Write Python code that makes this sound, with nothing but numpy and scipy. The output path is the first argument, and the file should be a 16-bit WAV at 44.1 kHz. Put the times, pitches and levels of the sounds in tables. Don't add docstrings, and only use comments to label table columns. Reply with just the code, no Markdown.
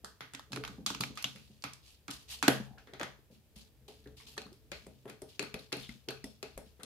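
import sys
import numpy as np
from scipy import signal
from scipy.io import wavfile
from scipy.ndimage import uniform_filter1d

SR = 44100
rng = np.random.default_rng(int(sys.argv[2]) if len(sys.argv) > 2 else 0)


def linear_from_db(decibels):
    return 10 ** (np.asarray(decibels, float) / 20)


def wrap_up_sound(samples):
    columns = np.atleast_2d(samples).T
    tamed = np.clip(columns, -1, 1)
    steps = np.round(tamed * 32767).astype(np.int16)
    wavfile.write(sys.argv[1], SR, steps)


N = 302067

EDGES_HZ = 20 * 2 ** np.arange(0, 10.1, .5)
# [f/Hz, likeness/0-1]
LIKENESS = [(40, .5), (130, .92), (300, .97), (700, .8), (1500, .45), (3000, .1), (15000, 0)]
# [f/Hz, density/dB]
HUSH_SPECTRUM = [(20, -30), (75, -1.5), (170, -15.5), (500, -21), (1000, -32.5), (2400, -29), (7000, -35.5),
                 (15500, -33)]
# [t/s, rumble level/dB]
LEAN = [(0.0, -63), (0.32, -78.5), (0.59, -55.5), (0.86, -62.5), (1.93, -74.5), (2.4, -64), (2.56, -61),
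        (3.45, -73.5), (3.53, -69.5), (3.95, -62.5), (4.3, -62.5), (5.95, -69.5), (6.85, -67.5)]
# [f/Hz, t60/s, level/dB]
ROOM = [(94, 0.45, -2.5), (296, 0.24, -1), (960, 0.34, -6.5), (2680, 0.31, -2.5), (5670, 0.37, -6.5),
        (11000, 0.23, -4.5), (15400, 0.36, -10)]
# [f/Hz, density/dB]
SKIN = [(410, -53.5), (800, -6), (1900, -17.5), (2330, 1), (4210, 2), (8210, -10.5), (10700, 2),
        (15500, -25.5)]
# [t/s, level/dB, fade/(dB/s)]
SLIPS = [(0.66, -60, 91), (1.26, -57.5, 46), (2.103, -44, 142), (2.487, -40, 151), (3.03, -57, 282.5),
         (3.879, -56.5, 101), (4.402, -76, 28), (4.749, -64, 55), (5.588, -54.5, 168.5), (5.89, -60.5, 117),
         (6.299, -64, 152.5), (6.469, -69, 47)]
# [t/s, level/dB, length/s, rise/s]
BRUSHES = [(1.821, -59.5, 0.086, 0.043), (2.277, -42.5, 0.046, 0.05), (3.309, -69.5, 0.042, 0.0062),
           (3.555, -58, 0.045, 0.0046), (4.166, -55.5, 0.034, 0.0082), (4.264, -52.5, 0.026, 0.0073),
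           (5.272, -62.5, 0.068, 0.02), (5.782, -53.5, 0.06, 0.0074), (6.649, -69, 0.014, 0.012)]
# [t/s, level/dB, f/Hz, fade/(dB/s)]
DRAGS = [
    (2.66, -64, 780, 26),
    (2.872, -68, 1800, 25),
]
# [f/Hz, t60/s]
THUD_MODES = [
    (131, 0.47),
    (226, .11),
    (295, 0.073),
    (432, 0.13),
]
# [f/Hz, t60/s]
LID_MODES = [(470, 0.11), (520, 0.12), (575, 0.12), (633, 0.13), (710, 0.09), (770, 0.08), (830, 0.046)]
# [t/s, table level/dB, case level/dB, place: 0 base 1 shell 2 cavity 3 lid]
BUMPS = [(0.038, -71, -54, 3.27), (0.207, -58, -55, 1.4), (0.335, -57, -49.5, 0.85),
         (0.504, -62, -54, 0.033), (0.531, -43, -45.5, 0.1), (0.564, -57, -46, 2), (0.573, -44, -50, 1.15),
         (0.695, -76, -51, 0.05), (0.782, -64, -47.5, 0.19), (0.905, -56, -42.5, 0.49),
         (0.864, -58, -47.5, 0.23), (0.948, -60, -55, 0.49), (1.004, -43, -39, 0.59),
         (1.03, -85, -50.5, 0.2), (1.1, -67, -47.5, 0.61), (1.245, -48, -46, 0.49),
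         (1.35, -62, -56.5, 0.033), (1.502, -58, -61, 0.091), (1.638, -49, -47, 0.56),
         (2.084, -52, -48, 0.69), (2.432, -51.5, -41, 1.1), (2.4811, -34.5, -29.5, 3),
         (2.51, -42, -41, 0.18), (2.6, -51, -50.5, .02), (2.872, -72, -56.5, 2.4),
         (2.931, -60, -47.5, 2.45), (3.004, -60, -41, 2.9), (3.029, -52.5, -48, 3.1),
         (3.301, -64.5, -56.5, 0.09), (3.56, -61, -58, 0.04)]
# [t/s, table level/dB, case level/dB, place as above]
PRESSES = [(3.883, -66.5, -52, 2.8), (4.06, -56, -51, 1.85), (4.376, -61, -44.5, 2.53),
           (4.456, -69, -54.5, 3.8), (4.716, -69, -49, 3.4), (4.865, -63, -50, 3.5),
           (5.054, -55.5, -44, 2.4), (5.092, -72, -49.5, 2.2), (5.219, -60, -47, 2.2), (5.394, -51, -39, 2),
           (5.428, -58, -51, 0.21), (5.541, -55, -45.5, 3.16), (5.59, -70, -58, 1.8),
           (5.727, -50.5, -39, 2.46), (5.766, -49.5, -54, 0.1), (5.888, -56.5, -55.5, 0.087),
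           (6.079, -59, -54, 2), (6.085, -48, -44, 2.7), (6.241, -59.5, -49, 3.2), (6.428, -61, -44, 2.62),
           (6.574, -59.5, -48, 2.9), (6.793, -68, -57.5, 3), (6.828, -60.5, -51, 3.7)]
PART_DB = [0.14, 0.18, 0.052, 0.289]
# [t/s, level/dB, slack share/0-1]
SINGS = [(4.377, -44.5, 0.07), (4.718, -49, 0.13), (5.3942, -40, 0.01), (5.5423, -49, 0.35),
         (5.7252, -38, 0.14), (6.0853, -41, 0.09), (6.4273, -50.5, 0.03), (4.2004, -59, 1), (5.219, -70, 1),
         (6.2405, -50, 0.94), (6.577, -54, 0.86)]
# [f/Hz, t60/s]
SHANK_MODES = [(2600, .0045), (1650, .006), (3450, .0075), (4300, .004), (5350, .008)]
LOADED_DB = [8, -4.5, -29, 3, -19]
SLACK_DB = [-12, -18, -2, -16, 0]
# [t/s, level/dB, f/Hz, fade/(dB/s)]
RUBS = [(0.048, -57.5, 1610, 161), (1.242, -39.5, 3420, 299.5), (2.48, -47, 1490, 500),
        (2.774, -54.5, 1560, 349), (2.872, -63, 458, 33), (2.935, -66, 3900, 80), (2.481, -31.5, 746, 302),
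        (4.059, -63, 1750, 252), (4.2, -63, 2250, 202), (4.2, -72, 1087, 159.5), (5.829, -49, 3530, 210)]
# [t/s, peak/dB, f/Hz, t60/s]
JOLTS = [(1.1, -58, 60, .2), (1.931, -60, 60, 0.18), (2.141, -54, 60, .2), (3.56, -52, 61.8, 0.27),
         (5.22, -59, 55, 0.16), (5.538, -51, 50, 0.13), (5.89, -51, 59.8, 0.13), (6.239, -52, 55.6, 0.16),
         (6.559, -46, 50.2, 0.16), (4.001, -60, 64.5, 0.27), (5.8, -63, 44.7, .15)]
# [t/s, peak/dB, f/Hz, t60/s]
BOOMS = [(4.719, -51, 430, 0.26), (4.719, -48, 620, 0.12), (4.868, -53, 604, .08), (4.866, -50, 225, 0.13),
         (5.394, -42, 310, .06), (5.429, -39, 225, 0.096), (5.543, -46, 530, 0.2), (5.727, -39, 303, .07),
         (5.892, -43.5, 228, 0.16), (5.955, -51, 228, 0.13), (6.084, -46, 350, .06),
         (6.241, -40, 260, 0.057), (6.27, -58, 540, .1), (6.43, -46, 445, 0.2), (6.432, -51, 616, .08),
         (6.577, -48, 580, 0.07), (6.579, -47, 450, 0.2), (6.665, -55, 215, .08), (.805, -48, 225, .1),
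         (.337, -48, 300, .06), (1.008, -37, 200, 0.049), (1.5, -56, 215, .1), (.572, -36, 300, .03),
         (.908, -42, 370, .04)]
# [t/s, peak/dB, f/Hz, t60/s]
KNOCKS = [(2.438, -36.5, 285, 0.079), (2.4823, -15.5, 288, 0.038), (2.4805, -13.5, 743, 0.021),
          (2.4805, -29.5, 1330, 0.033), (2.483, -26, 424, 0.12), (2.601, -33, 218, 0.091),
          (2.71, -46.5, 215, 0.076), (4.041, -57, 4080, 0.0078), (4.058, -58, 1740, .02),
          (4.072, -59, 1740, 0.018), (4.2009, -50, 2150, .04), (4.2009, -58.5, 1125, 0.09),
          (4.3779, -38.5, 1745, 0.027), (4.3779, -39.5, 4020, 0.027), (4.46, -63, 479, .05),
          (4.519, -51.5, 396, 0.1), (4.865, -56, 2140, .02), (5.218, -51.5, 2120, 0.026),
          (5.3936, -42, 2670, 0.017), (5.5415, -33.5, 2520, 0.02), (5.5928, -43, 4060, 0.014),
          (5.7269, -47, 1740, 0.018), (5.8918, -37, 2120, 0.023), (6.2407, -42, 1950, 0.019),
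          (6.2407, -43, 5380, 0.014), (6.576, -47, 2210, 0.017), (0.8628, -27.5, 4610, 0.022),
          (0.8628, -35, 3090, 0.033), (1.0081, -26.5, 4680, .018), (1.036, -29, 2400, .02),
          (1.1735, -39, 1246, .04), (1.2424, -21, 2870, .018), (1.275, -42, 2900, .015),
          (1.25, -45.5, 721, 0.076), (3.19, -56.5, 444, 0.021), (2.4815, -17.5, 1470, 0.0075),
          (2.4825, -19.5, 4330, 0.0082), (.79, -56, 535, 0.086), (3.012, -35, 310, .08),
          (5.542, -42, 229, 0.11), (.047, -46, 785, 0.047)]
# [t/s, peak/dB, f/Hz]
GLINTS = [(0.0463, -37.5, 9000), (0.207, -57, 7070), (0.336, -35.5, 8300), (0.5195, -53, 9660),
          (0.56, -34.5, 9690), (0.6374, -60, 7530), (0.864, -30, 7630), (1.006, -28, 9460),
          (1.036, -43, 8210), (1.1543, -51, 11450), (1.1736, -38, 7980), (1.225, -30, 10900),
          (1.2424, -50, 7300), (1.3588, -46.5, 9750), (1.6232, -62, 8260), (1.6393, -33, 7160),
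          (1.734, -43, 8150), (2.08, -37.5, 7250), (2.1087, -31.5, 9300), (2.313, -36, 11000),
          (2.4272, -22, 7460), (2.4815, -15.5, 11400), (2.9362, -52, 7340), (2.9975, -39, 7440),
          (3.0309, -38.5, 7230), (3.563, -47, 9900), (3.8811, -49, 7420), (4.367, -49, 8120),
          (4.3796, -43.5, 7660), (4.7164, -39.5, 7330), (5.0968, -42, 9460), (5.219, -40.5, 9110),
          (5.3946, -30, 7550), (5.4266, -38, 9700), (5.5416, -39, 10300), (5.7275, -40, 7710),
          (5.7688, -39, 9740), (5.8905, -51, 9360), (6.0868, -41, 7860), (6.105, -39, 9700),
          (6.2417, -41, 7500), (6.429, -41.5, 7660), (6.577, -36.5, 10840), (6.8325, -34.5, 9070)]
# [t/s, left over right/dB]
SIDEWAYS = [(0, -2), (1.2, -2), (2.5, -0.5), (3.2, 1), (4, 1.5), (6, 3), (6.86, 4)]
# [f/Hz, level/dB, t60/s]
WALL_MODES = [(950, -4, .012), (1170, -2, .012), (1300, 0, .012), (1500, 1, .01), (1765, 1, .01)]
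# [t/s, peak/dB, tick f/Hz, wall level/dB, room send/dB]
FUMBLES = [(0.0448, -28, 4870, -6, -12.5), (0.2066, -28, 2080, -10, -8.5), (0.3349, -36.5, 1980, -57, -3.5),
           (0.3479, -25, 3670, -35, -21), (0.394, -33.5, 3680, -0.5, -16.5), (0.5196, -28, 4270, -8.5, -8),
           (0.5308, -24.5, 2600, -15, -17), (0.5608, -26.5, 2420, -9, -15.5), (0.5721, -33, 2300, 0, -37),
           (0.637, -26, 2270, -1, -14.5), (0.6488, -22.5, 2420, -13, -16), (0.6768, -32, 3980, -3, -13.5)]
# [t/s, peak/dB, tick f/Hz, wall level/dB, room send/dB]
RATTLES = [(0.8618, -13, 3970, -18.5, -12), (0.9021, -20.5, 3580, -7, -16.5), (0.947, -26, 2700, -9, -17.5),
           (1.0078, -13, 4250, -9, -12.5), (1.036, -17.5, 2500, -17, -18.5), (1.1548, -43, 4340, -21, -3),
           (1.1734, -27, 2700, -14, -7.5), (1.2248, -25.5, 6000, -32, -32), (1.2416, -18, 3600, -16, -15.5),
           (1.3597, -39.5, 2750, -30, -8), (1.6222, -36.5, 4840, -51, -23),
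           (1.6388, -23.5, 2410, -5.5, -11), (1.734, -33.5, 5500, -38, -14)]
# [t/s, peak/dB, tick f/Hz, wall level/dB, room send/dB]
SEATINGS = [(2.0812, -31, 2320, -3.5, -10), (2.1108, -27, 5600, -24, -17), (2.426, -19, 2420, -3, -7.5),
            (2.4796, -4, 1780, -15.5, -17), (2.782, -45, 2800, -29, -7), (2.872, -47.5, 2090, -6, -8.5),
            (2.935, -37, 2120, -10, -8.5), (2.9965, -31.5, 2200, -3, -8), (3.0116, -26.5, 2070, -3, -11),
            (3.031, -22.5, 2030, -14, -14.5)]
# [t/s, peak/dB, tick f/Hz, wall level/dB, room send/dB]
BITES = [(3.882, -49.5, 2310, -12, -5.5), (4.3669, -56, 3550, 10.5, -0.5), (4.3779, -25, 3900, -21, -17),
         (4.4172, -32, 4200, -21, -23), (4.464, -47, 4280, -0.5, -11), (4.7171, -26, 2410, -21, -10),
         (5.0552, -49, 1750, -1, -9.5), (5.0771, -50, 2050, 0.5, -0.5), (5.0981, -35, 2540, -16, -14),
         (5.3935, -16.5, 2590, -39, -17.5), (5.4266, -31.5, 2310, -3.5, -8.5),
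         (5.7199, -33.5, 2330, -10, -1), (5.7265, -19, 2770, -65, -19), (6.0856, -23.5, 3300, -22.5, -17),
         (6.106, -30.5, 4310, -5.5, -11.5), (6.4273, -27, 2610, -16.5, -12), (6.797, -54.5, 1860, -1, -0.5),
         (6.833, -31, 4300, -54.5, -13.5)]
# [t/s, peak/dB, tick f/Hz, wall level/dB, room send/dB]
RELEASES = [(4.0415, -52.5, 4220, -23.5, -8.5), (4.073, -43.5, 4020, -27.5, -12),
            (4.2012, -61, 2180, -16, -19), (4.528, -45, 5210, -34, -9.5), (4.866, -44.5, 2410, -11, -13),
            (5.218, -39, 5620, -14.5, -9), (5.5417, -27.5, 2400, -17, -14), (5.5935, -45, 4050, -17, -30),
            (5.8918, -36.5, 2305, -62, -13.5), (6.242, -32.5, 5460, -25.5, -10.5),
            (6.576, -39, 2180, -3, -12.5)]
CRACK_DB = [
    -21.5,
    -17,
    -23,
    -14.5,
    -9,
]

STIFFEN_SHARE, STIFFEN_S = .13, .012
WAVER_S, WAVER_HZ = .00018, 24


def rms_one(x):
    return x / np.sqrt(np.mean(x ** 2) + 1e-20)


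def at_hz(points, hz, column=1):
    points = np.array(points)
    return np.interp(np.log(hz), np.log(points[:, 0]), points[:, column])


def in_time(rows):
    t, db = np.transpose(rows)
    return np.interp(np.arange(N) / SR, t, db, left=-120, right=-120)


def drift(rate_hz):
    r = np.exp(-80 * np.pi * rate_hz / SR)
    white = rng.standard_normal(N // 40 + 2002)
    slow = signal.lfilter([1], [1, -2 * r, r * r], white)[2000:]
    return np.interp(np.arange(N) / 40, np.arange(len(slow)), rms_one(slow))


def ring(clicks, hz, t60_s):
    r, w = linear_from_db(-60 / (t60_s * SR)), 2 * np.pi * hz / SR
    return signal.lfilter([0, np.sin(w)], [1, -2 * r * np.cos(w), r * r], clicks + 1e-18)


def cut(x, hz, kind, order=2):
    return signal.sosfilt(signal.butter(order, hz, kind, fs=SR, output="sos"), x)


def decay(pushes, factor):
    return signal.lfilter([1], [1, -factor], pushes)


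def at_events(s, db, gain):
    pushes = np.zeros(N)
    pushes[(s * SR).astype(int)] = linear_from_db(db) * gain
    return pushes


def stiffen(since_s):
    return -STIFFEN_SHARE * STIFFEN_S * (1 - np.exp(-since_s / STIFFEN_S))


def bands(gain_at, size, alike_share):
    out, white = 0, rng.standard_normal((2, 2, size))
    for k, (low, high) in enumerate(zip(EDGES_HZ, EDGES_HZ[1:])):
        mid, side = cut(white[k % 2], [low, high], "band")
        hz = np.sqrt(low * high)
        alike = np.clip(alike_share * at_hz(LIKENESS, hz), 0, 1)
        stereo = np.sqrt(1 + alike) * mid + np.sqrt(1 - alike) * side * [[1], [-1]]
        out = out + gain_at(hz) * stereo
    return out


def hush():
    noise = bands(lambda hz: linear_from_db(at_hz(HUSH_SPECTRUM, hz)), size=N, alike_share=0.85)
    return linear_from_db(-66.5) * rms_one(noise)


def lean():
    white, weight_db = rng.standard_normal((3, N)), in_time(LEAN)
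    table = ring(white[:2] + 1.5 * white[2], 67, .2)
    rumble = rms_one(table + 7 * cut(white[:2], [45, 95], "band"))
    rumble_db = weight_db + 1.9 * drift(3.2) + np.array([[3.5], [-3.0]])
    murmur = rms_one(sum(ring(white[2] * linear_from_db(4.0 * drift(43)), hz, 0.78 * t60) for hz, t60 in THUD_MODES))
    murmur_db = -72 + 2 * (weight_db - weight_db.mean())
    return rumble * linear_from_db(rumble_db) + murmur * linear_from_db(murmur_db)


def room(send):
    t = np.arange(SR // 2) / SR

    def band_gain(hz):
        return linear_from_db(at_hz(ROOM, hz, column=2) - 60 * t / at_hz(ROOM, hz))

    tail = bands(band_gain, size=len(t), alike_share=0.34)
    tail = tail * (1 - np.exp(-t / 0.00073))
    tail = tail / np.sqrt(np.sum(tail ** 2) / 2)
    return signal.fftconvolve(send[None], tail, axes=1)[:, :N]


def slips():
    t, level = np.arange(N) / SR, 0
    for s, db, fade in SLIPS:
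        level = level + linear_from_db(db - fade * np.maximum(t - s, 0)) * np.clip((t - s) / 0.0019, 0, 1)
    for s, db, length, rise in BRUSHES:
        fall_db = 60 * np.maximum(t - s - length, 0) / 0.35
        level = level + linear_from_db(db - fall_db) * np.clip((t - s) / rise, 0, 1)
    hiss = bands(lambda hz: linear_from_db(at_hz(SKIN, hz) + 1.3 * drift(25)), size=N, alike_share=0.26)
    return level * rms_one(hiss * linear_from_db(2.2 * drift(170)))


def rubs(rows):
    out, t = np.zeros((2, N + SR)), np.arange(SR // 4) / SR
    white = rng.standard_normal((len(rows), 2, len(t)))
    for (s, db, hz, fade), noise in zip(rows, white):
        t60_s = 7.0 / hz
        tone = rms_one(ring(ring(noise + noise[0], hz, t60_s), hz, t60_s))
        shape = np.clip(t / 0.0044, 0, 1) * np.clip((t[-1] - t) / 0.11, 0, 1)
        i = int(s * SR)
        out[:, i:i + len(t)] += tone * linear_from_db(db - fade * t) * shape
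    return out[:, :N]


def thuds():
    s, table_db, case_db, place = np.transpose(BUMPS + PRESSES)
    parts_db = [table_db]
    for k, part_db in enumerate(PART_DB):
        steps = np.abs((place - k + 2) % 4 - 2)
        parts_db.append(case_db + part_db - 9 * steps)
    chance = rng.standard_normal((len(s), 20)).T
    white = rng.standard_normal((len(parts_db), N))
    rock_factor = np.exp(-1 / (0.024 * SR))
    rocks = [0.085 * noise * decay(at_events(s, db, 0.85), rock_factor) for db, noise in zip(parts_db, white)]
    t = np.arange(N) / SR
    hz, t60 = THUD_MODES[0]
    power = decay(at_events(s, table_db, linear_from_db(4.0)) ** 2, linear_from_db(-120 / (t60 * SR)))
    table = np.sqrt(power) * np.sin(2 * np.pi * hz * t)
    case, twins = 0, 0
    for k, (hz, t60) in list(enumerate(THUD_MODES))[1:]:
        push = at_events(s, parts_db[k], np.sign(chance[k]) * linear_from_db(2.0))
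        case = case + ring(push + rocks[k], hz, t60)
        twin_push = at_events(s, parts_db[k], .6 * chance[-1 - k])
        twins = twins + ring(twin_push + rocks[k], .94 * hz, .6 * t60)
    for (hz, t60), g in zip(LID_MODES, chance[len(THUD_MODES):]):
        push = at_events(s, parts_db[-1], 0.38 * g)
        case = case + ring(push + 0.5 * rocks[-1], hz, 0.74 * t60)
    starts = np.sort(np.append(s, 0))
    since = t - starts[np.searchsorted(starts, t, "right") - 1]
    waver = WAVER_S * rms_one(cut(white[0], WAVER_HZ, "low"))
    case = np.interp(stiffen(since) + waver + t, t, case)
    case = cut(case + twins * np.array([[1.15], [.8]]), 150, "high")
    both = cut(table, 175, "low") * linear_from_db([[1.2], [-1.2]]) + case
    return cut(cut(both, 790, "low", order=1), 100, "high")


def shank():
    white, out = rng.standard_normal((2, N)), 0
    s, db, slack = np.transpose(SINGS)
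    slack = np.clip(slack, 0, 1)
    for k, (hz, t60) in enumerate(SHANK_MODES):
        mode_db = (1 - slack) * LOADED_DB[k] + slack * SLACK_DB[k]
        pushes = at_events(s, db + mode_db, linear_from_db(-14 + (k > 0) * 6))
        load = decay(pushes, linear_from_db(-60 / (.33 * SR)))
        load = uniform_filter1d(load, size=200, origin=99)
        out = out + load * linear_from_db(2.7 * drift(49)) * rms_one(ring(ring(white, hz, t60), hz, t60))
    return out


def knocks():
    glints = [(s, db + 1, hz, 7.0 / hz) for s, db, hz in GLINTS]
    rows, size = KNOCKS + JOLTS + glints + BOOMS, SR // 4
    out, send, t = np.zeros((2, N + size)), np.zeros(N + size), np.arange(size) / SR
    short = size // 10
    grit = rng.standard_normal((len(rows), 2, short))
    for (s, db, hz, t60), noise in zip(rows, grit):
        push = np.zeros((2, size))
        push[:, :short] = 0.3 * noise * np.exp(-t[:short] / 0.0027) * min(hz / 2500, 1)
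        push[:, 0] = -1
        sound = ring(push, min(hz, 15500), t60) * np.clip((t[-1] - t) / .03, 0, 1)
        sound = cut(sound, .55 * hz, "high")
        sound = linear_from_db(db) * sound / np.abs(sound[0]).max()
        if 330 < hz < 660:
            waver = WAVER_S * np.sin(2 * np.pi * WAVER_HZ * t + 3 * noise[0, 0])
            bent = t + stiffen(t) + waver
            sound = np.array([np.interp(bent, t, side) for side in sound])
        i = round(s * SR)
        out[:, i:i + size] += sound
        send_db = np.interp(np.log(hz), np.log([300, 900, 5600, 7000]), [-17, -26, -26, -7.5])
        send[i:i + size] += sound[0] * linear_from_db(send_db)
    return out[:, :N], send[:N]


def ticks():
    kinds = [FUMBLES, RATTLES, SEATINGS, BITES, RELEASES]
    rows = sorted(tuple(row) + (crack_db,) for kind, crack_db in zip(kinds, CRACK_DB) for row in kind)
    size = 2048
    dry, send, t = np.zeros((2, N + size)), np.zeros(N + size), np.arange(size) / SR
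    chatter = rng.standard_normal((len(rows), 3, size))
    strengths = rng.normal(0, 1, (len(rows), len(WALL_MODES)))
    for k, (s, db, hz, wall_db, send_db, crack_db) in enumerate(rows):
        contact = np.zeros((3, size))
        contact[:2] = 0.21 * np.exp(-t / 0.0031) * (chatter[k, :2] + 0.27 * chatter[k, 2])
        contact[:, 0] = -1
        steel = ring(contact, hz, 8.4 / hz) + 1.8 * ring(contact, 1.587 * hz, 2.34 / hz)
        steel = steel + 2.0 * cut(contact, [1900, 7000], "band")
        crack = cut(contact, [6500, 12000], "band")
        walls = 0
        for (mode_hz, mode_db, t60), g in zip(WALL_MODES, strengths[k]):
            walls = walls + linear_from_db(mode_db + 4.4 * g) * ring(contact, mode_hz, t60)
        top_db = crack_db + 0.33 * wall_db - 0.15 * (db + 47.0)
        parts = [(steel, 0), (crack, top_db + 11.5), (walls, wall_db - 0.5)]
        sound = linear_from_db(db) * sum(linear_from_db(part_db) * part / np.abs(part[0]).max() for part, part_db in parts)
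        sound = cut(sound, 900, "high")
        pan_db = np.interp(s, *np.transpose(SIDEWAYS))
        i = round((s + .0008) * SR)
        j = i + round(-1.1 * pan_db)
        dry[0, j:j + size] += sound[0] * linear_from_db(pan_db / 2)
        dry[1, i:i + size] += sound[1] * linear_from_db(-pan_db / 2)
        send[i:i + size] += sound[2] * linear_from_db(send_db)
    return dry[:, :N], send[:N]


def scene():
    quiet = cut(lean() + hush(), 52, "high")
    low = thuds()
    struck, struck_send = knocks()
    tip, tip_send = ticks()
    hands = low + shank() + rubs(RUBS) + slips()
    tail = room(tip_send * linear_from_db(15.0) + low.mean(axis=0) * linear_from_db(-7.5) + struck_send)
    pan = linear_from_db(0.64 * in_time(SIDEWAYS) * [[.5], [-.5]])
    near = tip + pan * (hands + struck + tail + rubs(DRAGS))
    return cut(near, 12300, "low") + quiet


def low_pass(x):
    return signal.sosfilt(signal.butter(12, 16660, fs=SR, output="sos"), x)


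def record(dry):
    dipped = dry - 0.22 * cut(dry, [1900, 2250], "band", order=1)
    mix = signal.sosfilt(signal.cheby2(12, 50, 16350, fs=SR, output="sos"), dipped)
    return low_pass(mix)


dry = scene()
out = record(dry)
wrap_up_sound(out)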